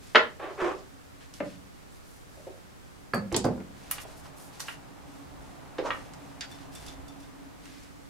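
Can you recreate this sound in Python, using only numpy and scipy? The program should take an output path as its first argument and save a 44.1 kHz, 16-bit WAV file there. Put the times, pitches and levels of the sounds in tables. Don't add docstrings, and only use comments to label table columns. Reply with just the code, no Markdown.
import sys
import numpy as np
from scipy import signal
from scipy.io import wavfile
from scipy.ndimage import uniform_filter1d

SR = 44100
rng = np.random.default_rng(int(sys.argv[2]) if len(sys.argv) > 2 else 0)


def unload_audio(sound):
    columns = np.transpose(np.atleast_2d(sound))
    steps = np.round(np.clip(columns, -1, 1) * 32767)
    wavfile.write(sys.argv[1], SR, steps.astype(np.int16))


N = 356857


def gain_of(db):
    return 10 ** (np.asarray(db) / 20)


def evened(x):
    return x / np.sqrt(np.mean(x ** 2) + 1e-20)


def read(points, hz):
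    f, value = np.transpose(points)
    return np.interp(np.log(hz + 1), np.log(f + 1), value)


def along(rows, t):
    s, *columns = np.transpose(rows)
    return [np.interp(t, s, c) for c in columns]


def add(mix, s, sound):
    part = mix[:, round(s * SR):][:, :sound.shape[1]]
    part += sound[:, :part.shape[1]]


def band(x, lo_hz, hi_hz, order=3):
    sos = signal.butter(order, [lo_hz, hi_hz], "bandpass", fs=SR, output="sos")
    return signal.sosfilt(sos, x)


def placed(sound, pan_db):
    return sound * gain_of([[pan_db / 2], [-pan_db / 2]])


def swell(t, start, length, skew, point):
    progress = np.clip((t - start) / length, 0, 1)
    return abs(np.sin(np.pi * progress ** skew)) ** point


def unit(db):
    magnitude = gain_of(db)
    return magnitude / np.linalg.norm(magnitude, axis=0) * np.sqrt(len(db))


def paired(left, other, same):
    return np.array([left, same * left + np.sqrt(1 - same ** 2) * other])


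def noise(shape, same, size):
    hz = np.fft.rfftfreq(size, 1 / SR)[:, None]
    t = np.arange(4 * N // size + 5) * size / 4 / SR
    a, b, c, d = rng.standard_normal((len(t), len(hz), 4)).T
    likeness = np.clip(read(same, hz), -1, 1)
    spectra = paired(a + 1j * b, c + 1j * d, likeness) * shape(hz, t)
    sound = signal.istft(spectra, nperseg=size, noverlap=3 * size // 4)[1]
    return sound[:, :N] / np.sqrt(size / 3)


def ringing(modes):
    t = np.arange(SR // 2) / SR
    hz, db, t60 = np.transpose(modes)[:, :, None]
    spot = gain_of(1.34 * rng.standard_normal((len(modes), 1)))
    ring = (spot * gain_of(db - 60 * t / t60) * np.sin(2 * np.pi * hz * t)).sum(0)
    return ring / abs(ring).max()


def rings(rows, modes):
    mix = np.zeros((2, N))
    for s, db in rows:
        add(mix, s, placed(gain_of(db) * ringing(modes), -1.9))
    return mix


def blows(rows, modes, knock, tick_width, ring_db, click_db, crack_t60, pan_db):
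    t, mix = np.arange(SR // 2) / SR, np.zeros((2, N))
    for s, knock_db, tick_db, tick_at in rows:
        ring = gain_of(ring_db) * ringing(modes)
        shared, left, right = rng.standard_normal((len(t), 3)).T
        click = gain_of(click_db - 60 * t / 0.00092) * shared
        sound = 0
        for level_db, (at, width) in (knock_db, knock), (tick_db, (tick_at, tick_width)):
            edges_hz = 1000 * 2. ** (at + abs(width) * np.array([-.5, .5]))
            lo, hi = np.minimum(edges_hz, [SR / 4, SR / 3])
            own = 3.0 * lo / 6500
            fade = gain_of(-60 * t / (crack_t60 * (1000 / lo) ** 0.033))
            crack = (shared + click + own * np.array([left, right])) * fade
            crack = signal.lfilter([1], [1, -.65], crack)
            crack = signal.lfilter([.15], [1, -.85], crack)
            rise = np.minimum(t * lo / 0.61, 1)
            part = band((ring + crack) * rise, lo, hi, order=2)
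            sound = sound + gain_of(level_db) * part / abs(part).max()
        add(mix, s, placed(sound, pan_db))
    return mix


def drags(rows, resonances):
    mix = np.zeros((2, N))
    for start, length, level_db, grit_db in rows:
        t = np.arange(0, length, 1 / SR)
        chance, size, fine = rng.random((N // 10, 3))[:len(t)].T
        slip_size = gain_of(2.05 * np.minimum(-np.log(size + 1e-9), 3.5))
        slips = slip_size * (chance < 600 / SR)
        slips = evened(slips - slips.mean()) + 2.7 * (fine - .5)
        hollow = sum(gain_of(db) * evened(band(slips, hz - w / 2, hz + w / 2, order=1))
                     for hz, w, db in resonances)
        hollow = evened(band(hollow, 490, 3070, order=2))
        grit = evened(band(signal.lfilter([1], [1, -.85], slips), 2000, 7100, order=2))
        grip = uniform_filter1d(uniform_filter1d(fine - .5, size=300), size=300)
        sound = gain_of(level_db + 2.04 * evened(grip)) * (hollow + gain_of(grit_db) * grit)
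        add(mix, start, placed(sound * swell(t, 0, length, skew=0.59, point=1.8), 0.0))
    return mix


def hiss():
    # pitch_hz, relative level_db (per Hz)
    hiss_colour = [(12, -33), (20, -14), (74, 1), (270, -7), (337, -9.5), (388, -9), (1000, -15),
                   (1190, -14.5), (3250, -24), (7730, -27.5), (14700, -35.5), (16000, -40)]
    # pitch_hz, likeness (1 is identical, below 0 is opposed)
    hiss_same = [(60, -0.76), (180, -0.41), (550, -0.43), (1650, -0.2), (4970, 0.1), (15000, 0.11)]
    return gain_of(-50) * noise(lambda hz, t: unit(read(hiss_colour, hz)), hiss_same, size=2048)


def blower():
    # time_s, roar_db, hum_db
    strength = [(0.0, -70, -64), (1.6, -80, -61), (2.6, -72, -72), (3.5, -60.5, -49), (3.95, -51.5, -59.5),
                (4.6, -52.5, -59.5), (5.1, -53, -53.5), (5.9, -49.5, -53.5), (6.5, -51, -52.5),
                (6.98, -50.5, -51), (7.5, -56, -51.5), (8.09, -69, -56.5)]
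    # pitch_hz, relative level_db (per Hz)
    roar_colour = [(76, -50), (130, -5), (221, -16), (274, -35), (345, -13), (433, -18.5), (769, -13),
                   (3570, -36.5), (4000, -37), (5200, -69.5), (8800, -120)]
    # middle_s, half_width_s, added peak_db
    rumble_swells = [(4.05, 0.25, -59), (5.36, 0.086, -54.5), (5.9, 0.15, -55), (6.95, 0.17, -50),
                     (7.5, 0.15, -71)]
    # pitch_hz, likeness (1 is identical)
    far_same = [(60, 0.1), (240, 0.04), (950, 0.096), (3770, 0.98), (15000, 0.12)]
    hum_hz, hum_width_hz = 278.6, 25
    rumble_hz, rumble_width_hz, steady_rumble_db = 56.5, 55, -60

    def shape(hz, t):
        roar_db, hum_db = along(strength, t)
        lumps = gain_of(steady_rumble_db)
        lumps = lumps + sum(gain_of(db) * np.exp(-((t - s) / half) ** 2) for s, half, db in rumble_swells)
        hum_colour = -10 * np.log10(1 + (2 * (hz - hum_hz) / hum_width_hz) ** 4)
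        rumble_colour = -10 * np.log10(1 + (2 * (hz - rumble_hz) / rumble_width_hz) ** 4)
        roar = unit(read(roar_colour, hz)) * gain_of(roar_db)
        hum = unit(hum_colour) * gain_of(hum_db)
        rumble = unit(rumble_colour) * lumps
        return np.sqrt(roar ** 2 + hum ** 2 + rumble ** 2)
    return noise(shape, far_same, size=4096)


def room(x):
    # pitch_hz, t60_s (time to fall by 60 dB)
    echo_time = [(125, 0.5), (500, 0.29), (2000, 0.25), (6000, 0.23), (14000, 0.099)]
    # pitch_hz, likeness (1 is identical, so the ports share the bass)
    room_same = [(100, 1), (500, 0.58), (2000, 0.07), (10000, 0.069)]
    turns_per_s = 9.0
    out, turn = np.zeros((2, N)), 2 * np.pi * np.arange(N) / SR * turns_per_s
    for k in range(3):
        taps = np.zeros((2, SR // 2))
        at = np.arange(130, SR // 2 - 20, 20)
        signs = rng.choice([-1., 1.], (2, len(at)))
        np.put_along_axis(taps, at + rng.integers(0, 20, (2, len(at))), signs, 1)
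        hz, t, (left, other) = signal.stft(taps, SR, nperseg=256)
        spectra = paired(left, other, np.clip(read(room_same, hz), 0, 1)[:, None])
        fade = gain_of(-60 * t / read(echo_time, hz)[:, None])
        tail = signal.istft(spectra * fade, SR, nperseg=256)[1]
        tail = tail / np.linalg.norm(tail[0])
        share = np.sqrt(2 / 3) * np.cos(turn + k * np.pi / 3)
        out += signal.oaconvolve((x.mean(0) * share)[None], tail, axes=1)[:, :N]
    return out


def rustle():
    # start_s, length_s, peak_db,
    # tilt_db (per octave; higher is brighter)
    moves = [(0.0, 0.2, -56.5, -1), (1.198, 0.08, -56.5, -6.5), (1.333, 0.082, -55, -1),
             (1.43, 0.16, -55.5, -4.5), (1.74, 0.12, -67, -4), (1.9, 0.13, -63, 4), (2.03, 0.23, -62, 6),
             (2.25, 0.37, -64, 1.5), (3.735, 0.38, -57, -3), (3.902, 0.11, -47, 1), (3.997, 0.052, -48, 5),
             (4.053, 0.14, -57.5, -1), (4.16, 0.067, -56, 4), (4.23, 0.074, -57, -1),
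             (4.357, 0.17, -54.5, 5.5), (4.515, 0.12, -55.5, -1.5), (4.594, 0.054, -45.5, 3),
             (4.633, 0.14, -49.5, -0.5), (5.05, 0.29, -64, 0), (5.39, 0.25, -63.5, -1),
             (5.895, 0.23, -56.5, -3), (6.177, 0.25, -63, -2), (6.406, 0.062, -42, -11.5),
             (6.488, 0.1, -54.5, -4), (6.563, 0.13, -57.5, -4), (6.714, 0.15, -53.5, -0.5),
             (6.81, 0.16, -53, -2.5), (7.187, 0.1, -61, -1), (7.598, 0.35, -56, -4)]
    # pitch_hz, relative level_db (per Hz)
    cloth_colour = [(880, -71), (1500, -4), (2490, -2.5), (3310, -2.5), (4730, -1.5), (10100, -5),
                    (14900, -15.5), (16000, -34)]

    def shape(hz, t):
        start, length, level_db, tilt_db = np.transpose(moves)
        tilted = read(cloth_colour, hz) + tilt_db * np.log2((hz + 50) / 6000)
        colours = unit(tilted) * gain_of(level_db)
        swells = swell(t, start[:, None], length[:, None], skew=0.7, point=0.8)
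        flicker = gain_of(1.9 * rng.standard_normal(len(t)))
        return np.sqrt(colours ** 2 @ swells ** 2) * flicker
    return noise(shape, [(1000, 0.53), (10000, 0.42)], size=256)


def glasses_jingles():
    # start_s, peak_db
    jingles = [(6.5156, -42), (6.7555, -40), (6.8794, -39.5), (7.0828, -48.5), (7.232, -53)]
    # pitch_hz, relative level_db, t60_s
    frame_modes = [(3525, 4, 0.084), (2700, -6, .04), (4630, -6, 0.051), (5600, -8, 0.13)]
    return rings(jingles, frame_modes)


def gear_knocks():
    # start_s, knock_db (body), tick_db (contact), tick_pitch (octaves above 1 kHz)
    gear_hits = [(1.339, -53, -34.5, 3), (1.614, -56, -61, -1), (3.912, -24.5, -13, 4),
                 (3.982, -32, -32, 1.5), (4.051, -52, -37, -0.5), (4.256, -55, -41.5, 0),
                 (4.597, -38, -36, 3.4), (4.603, -28, -23, 3), (4.683, -25.5, -48, 5),
                 (5.905, -15, -50, -3), (6.136, -44, -35.5, 3), (6.409, -43, -21.5, 2.5),
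                 (6.514, -50, -38.5, 3.5), (6.587, -50, -42, 2.5), (6.752, -52, -31.5, 3.5),
                 (6.811, -56, -43, 3.5), (6.864, -59, -32, 3), (6.884, -59, -30.5, 3),
                 (7.082, -55, -40.5, 3.3), (7.203, -62, -42, 3.3), (7.655, -40, -41.5, 3),
                 (7.834, -60, -43, 3)]
    # pitch_hz, relative level_db, t60_s
    gear_modes = [(745, -25, 0.051), (1640, -5, 0.02), (1900, 6, 0.18), (2370, 3, 0.074), (2857, 22, 0.021),
                  (3390, 9, 0.065), (4640, 7, 0.067), (5700, -38, .06)]
    return blows(gear_hits, gear_modes, knock=(0.9, 1.3), tick_width=1.28, ring_db=-3.0, click_db=17.5,
                 crack_t60=0.038, pan_db=-2.0)


def shelf_handling():
    # start_s, knock_db (body), tick_db (contact), tick_pitch (octaves above 1 kHz)
    shelf_hits = [(2.371, -43.5, -66, 0.8), (2.394, -47, -60, 1.7), (2.468, -32.5, -46, 0.28),
                  (5.783, -19, -25.5, 1.1), (5.795, -28, -37, 0.49), (5.848, -29.5, -47, 1.4),
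                  (5.86, -54, -30, 0.58), (5.88, -41, -35, 0.5), (5.947, -51, -42, 0.093)]
    # pitch_hz, relative level_db, t60_s
    shelf_modes = [(402, -14.5, 0.11), (525, -24, 0.4), (547, -14, 0.17), (621, -13, 0.09),
                   (911, -5, 0.043), (1056, -41, 0.15)]
    # start_s, length_s, level_db, grit_db (relative to the hollow sound)
    shelf_pulls = [(5.83, 0.1, -34, -12)]
    # pitch_hz, width_hz, relative level_db
    shelf_hollow = [(553, 52, 10), (910, 300, 12), (1420, 310, -15)]
    knocks = blows(shelf_hits, shelf_modes, knock=(-1.05, 1.1), tick_width=2.55, ring_db=3.5, click_db=22.0,
                   crack_t60=0.089, pan_db=0.0)
    return knocks + drags(shelf_pulls, shelf_hollow)


def socket_plugging():
    # start_s, knock_db (body), tick_db (contact), tick_pitch (octaves above 1 kHz)
    socket_hits = [(3.135, -18, -16, 0.5), (3.145, -18, -27, 3.5), (3.316, -29, -35, 1.1),
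                   (3.325, -25, -29, 3), (3.3445, -19.5, -13, 2.15), (3.364, -26, -12.5, 3),
                   (3.443, -15.5, -27, 2.6), (3.451, -16.5, -34.5, 3.5), (3.463, -24, -34, 0.6),
                   (3.479, -30, -29, -1.2), (3.576, -38, -53, -4), (3.602, -36, -40.5, 0.9)]
    # pitch_hz, relative level_db, t60_s
    socket_modes = [(176, 0, 0.21), (200.5, -8, 0.89), (246.4, 6, 0.078), (339, 0, 0.2), (470, -35, 0.13),
                    (532.5, -6.5, 0.36), (617, -0.5, 0.1), (779, -8, 0.08), (1070, -27, 0.041),
                    (1500, 18, 0.012)]
    # start_s, peak_db
    pings = [(3.1373, -29.5), (3.1457, -48), (3.4406, -41)]
    # pitch_hz, relative level_db, t60_s
    box_modes = [(4430, -5, .08), (4510, -1, .14), (4600, 0, .2), (4700, -3, .1), (8888, -9, .07),
                 (8750, -11, .05)]
    # start_s, peak_db
    booms = [(3.136, -42), (3.325, -35), (3.443, -34)]
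    # pitch_hz, relative level_db, t60_s
    joist_modes = [(54.8, -2, 1), (80.3, 3, 1), (108.2, 9.5, 0.54)]
    knocks = blows(socket_hits, socket_modes, knock=(-1.5, 2.4), tick_width=0.97, ring_db=-3.0, click_db=12.0,
                   crack_t60=0.038, pan_db=-2.7)
    return knocks + rings(pings, box_modes) + rings(booms, joist_modes)


def bench_knock():
    # start_s, knock_db (body), tick_db (contact), tick_pitch (octaves above 1 kHz)
    bench_hits = [(1.403, -18, -20.5, 0.43)]
    # pitch_hz, relative level_db, t60_s
    bench_modes = [(124.6, -8.5, 0.36), (182.6, -9, 0.63), (292, -2, 0.2), (395, -7.5, 0.13),
                   (575, 8.5, 0.083), (714, -20, 0.06), (1040, 6, 0.052)]
    return blows(bench_hits, bench_modes, knock=(-1.4, 2.2), tick_width=1.55, ring_db=4.0, click_db=25.0,
                 crack_t60=0.048, pan_db=4.0)


def case_handling():
    # start_s, knock_db (body), tick_db (contact), tick_pitch (octaves above 1 kHz)
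    case_hits = [(0.148, -13, -9.5, 0.78), (0.1555, -9.5, -1.5, 0.89)]
    # pitch_hz, relative level_db, t60_s
    case_modes = [(355, -5, 0.13), (507, 2, 0.16), (640, -22, 0.074), (940, -5, 0.076), (1280, 7, 0.09),
                  (1670, -23, .06), (1940, 19, 0.068)]
    # start_s, length_s, level_db, grit_db (relative to the hollow sound)
    case_pulls = [(0.39, 0.17, -37, -29), (0.49, 0.15, -50.5, -8), (0.572, 0.17, -30.5, -19.5),
                  (0.66, 0.1, -36, -17), (0.72, 0.14, -53, -5)]
    # pitch_hz, width_hz, relative level_db
    case_hollow = [(368, 55, -5), (395, 25, -4), (544, 130, -6.5), (746, 370, -10.5), (1067, 70, -13.5),
                   (1650, 400, -26)]
    # start_s, peak_db
    thumps = [(0.621, -25.5), (0.635, -34)]
    # pitch_hz, relative level_db, t60_s
    shell_modes = [(353, 15, 0.17), (406, -25, .1)]
    knocks = blows(case_hits, case_modes, knock=(-0.4, 1.6), tick_width=2.09, ring_db=-14.0, click_db=14.0,
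                   crack_t60=0.052, pan_db=0.0)
    return knocks + drags(case_pulls, case_hollow) + rings(thumps, shell_modes)


def scene():
    near = glasses_jingles() + gear_knocks() + shelf_handling()
    near += socket_plugging() + bench_knock() + case_handling()
    return blower() + rustle() + gain_of(-2.5) * room(near) + near


def record(dry):
    balance_hz, bass_balance_db, edge_hz = 1500, -1.5, 15900
    heard = dry + hiss()
    bass = signal.lfilter(*signal.butter(1, balance_hz, fs=SR), heard)
    heard = heard - bass + placed(bass, bass_balance_db)
    low_pass = signal.firwin(511, edge_hz, window=("kaiser", 9), fs=SR)
    return signal.oaconvolve(heard, low_pass[None], "same")


dry = scene()
out = record(dry)
unload_audio(out)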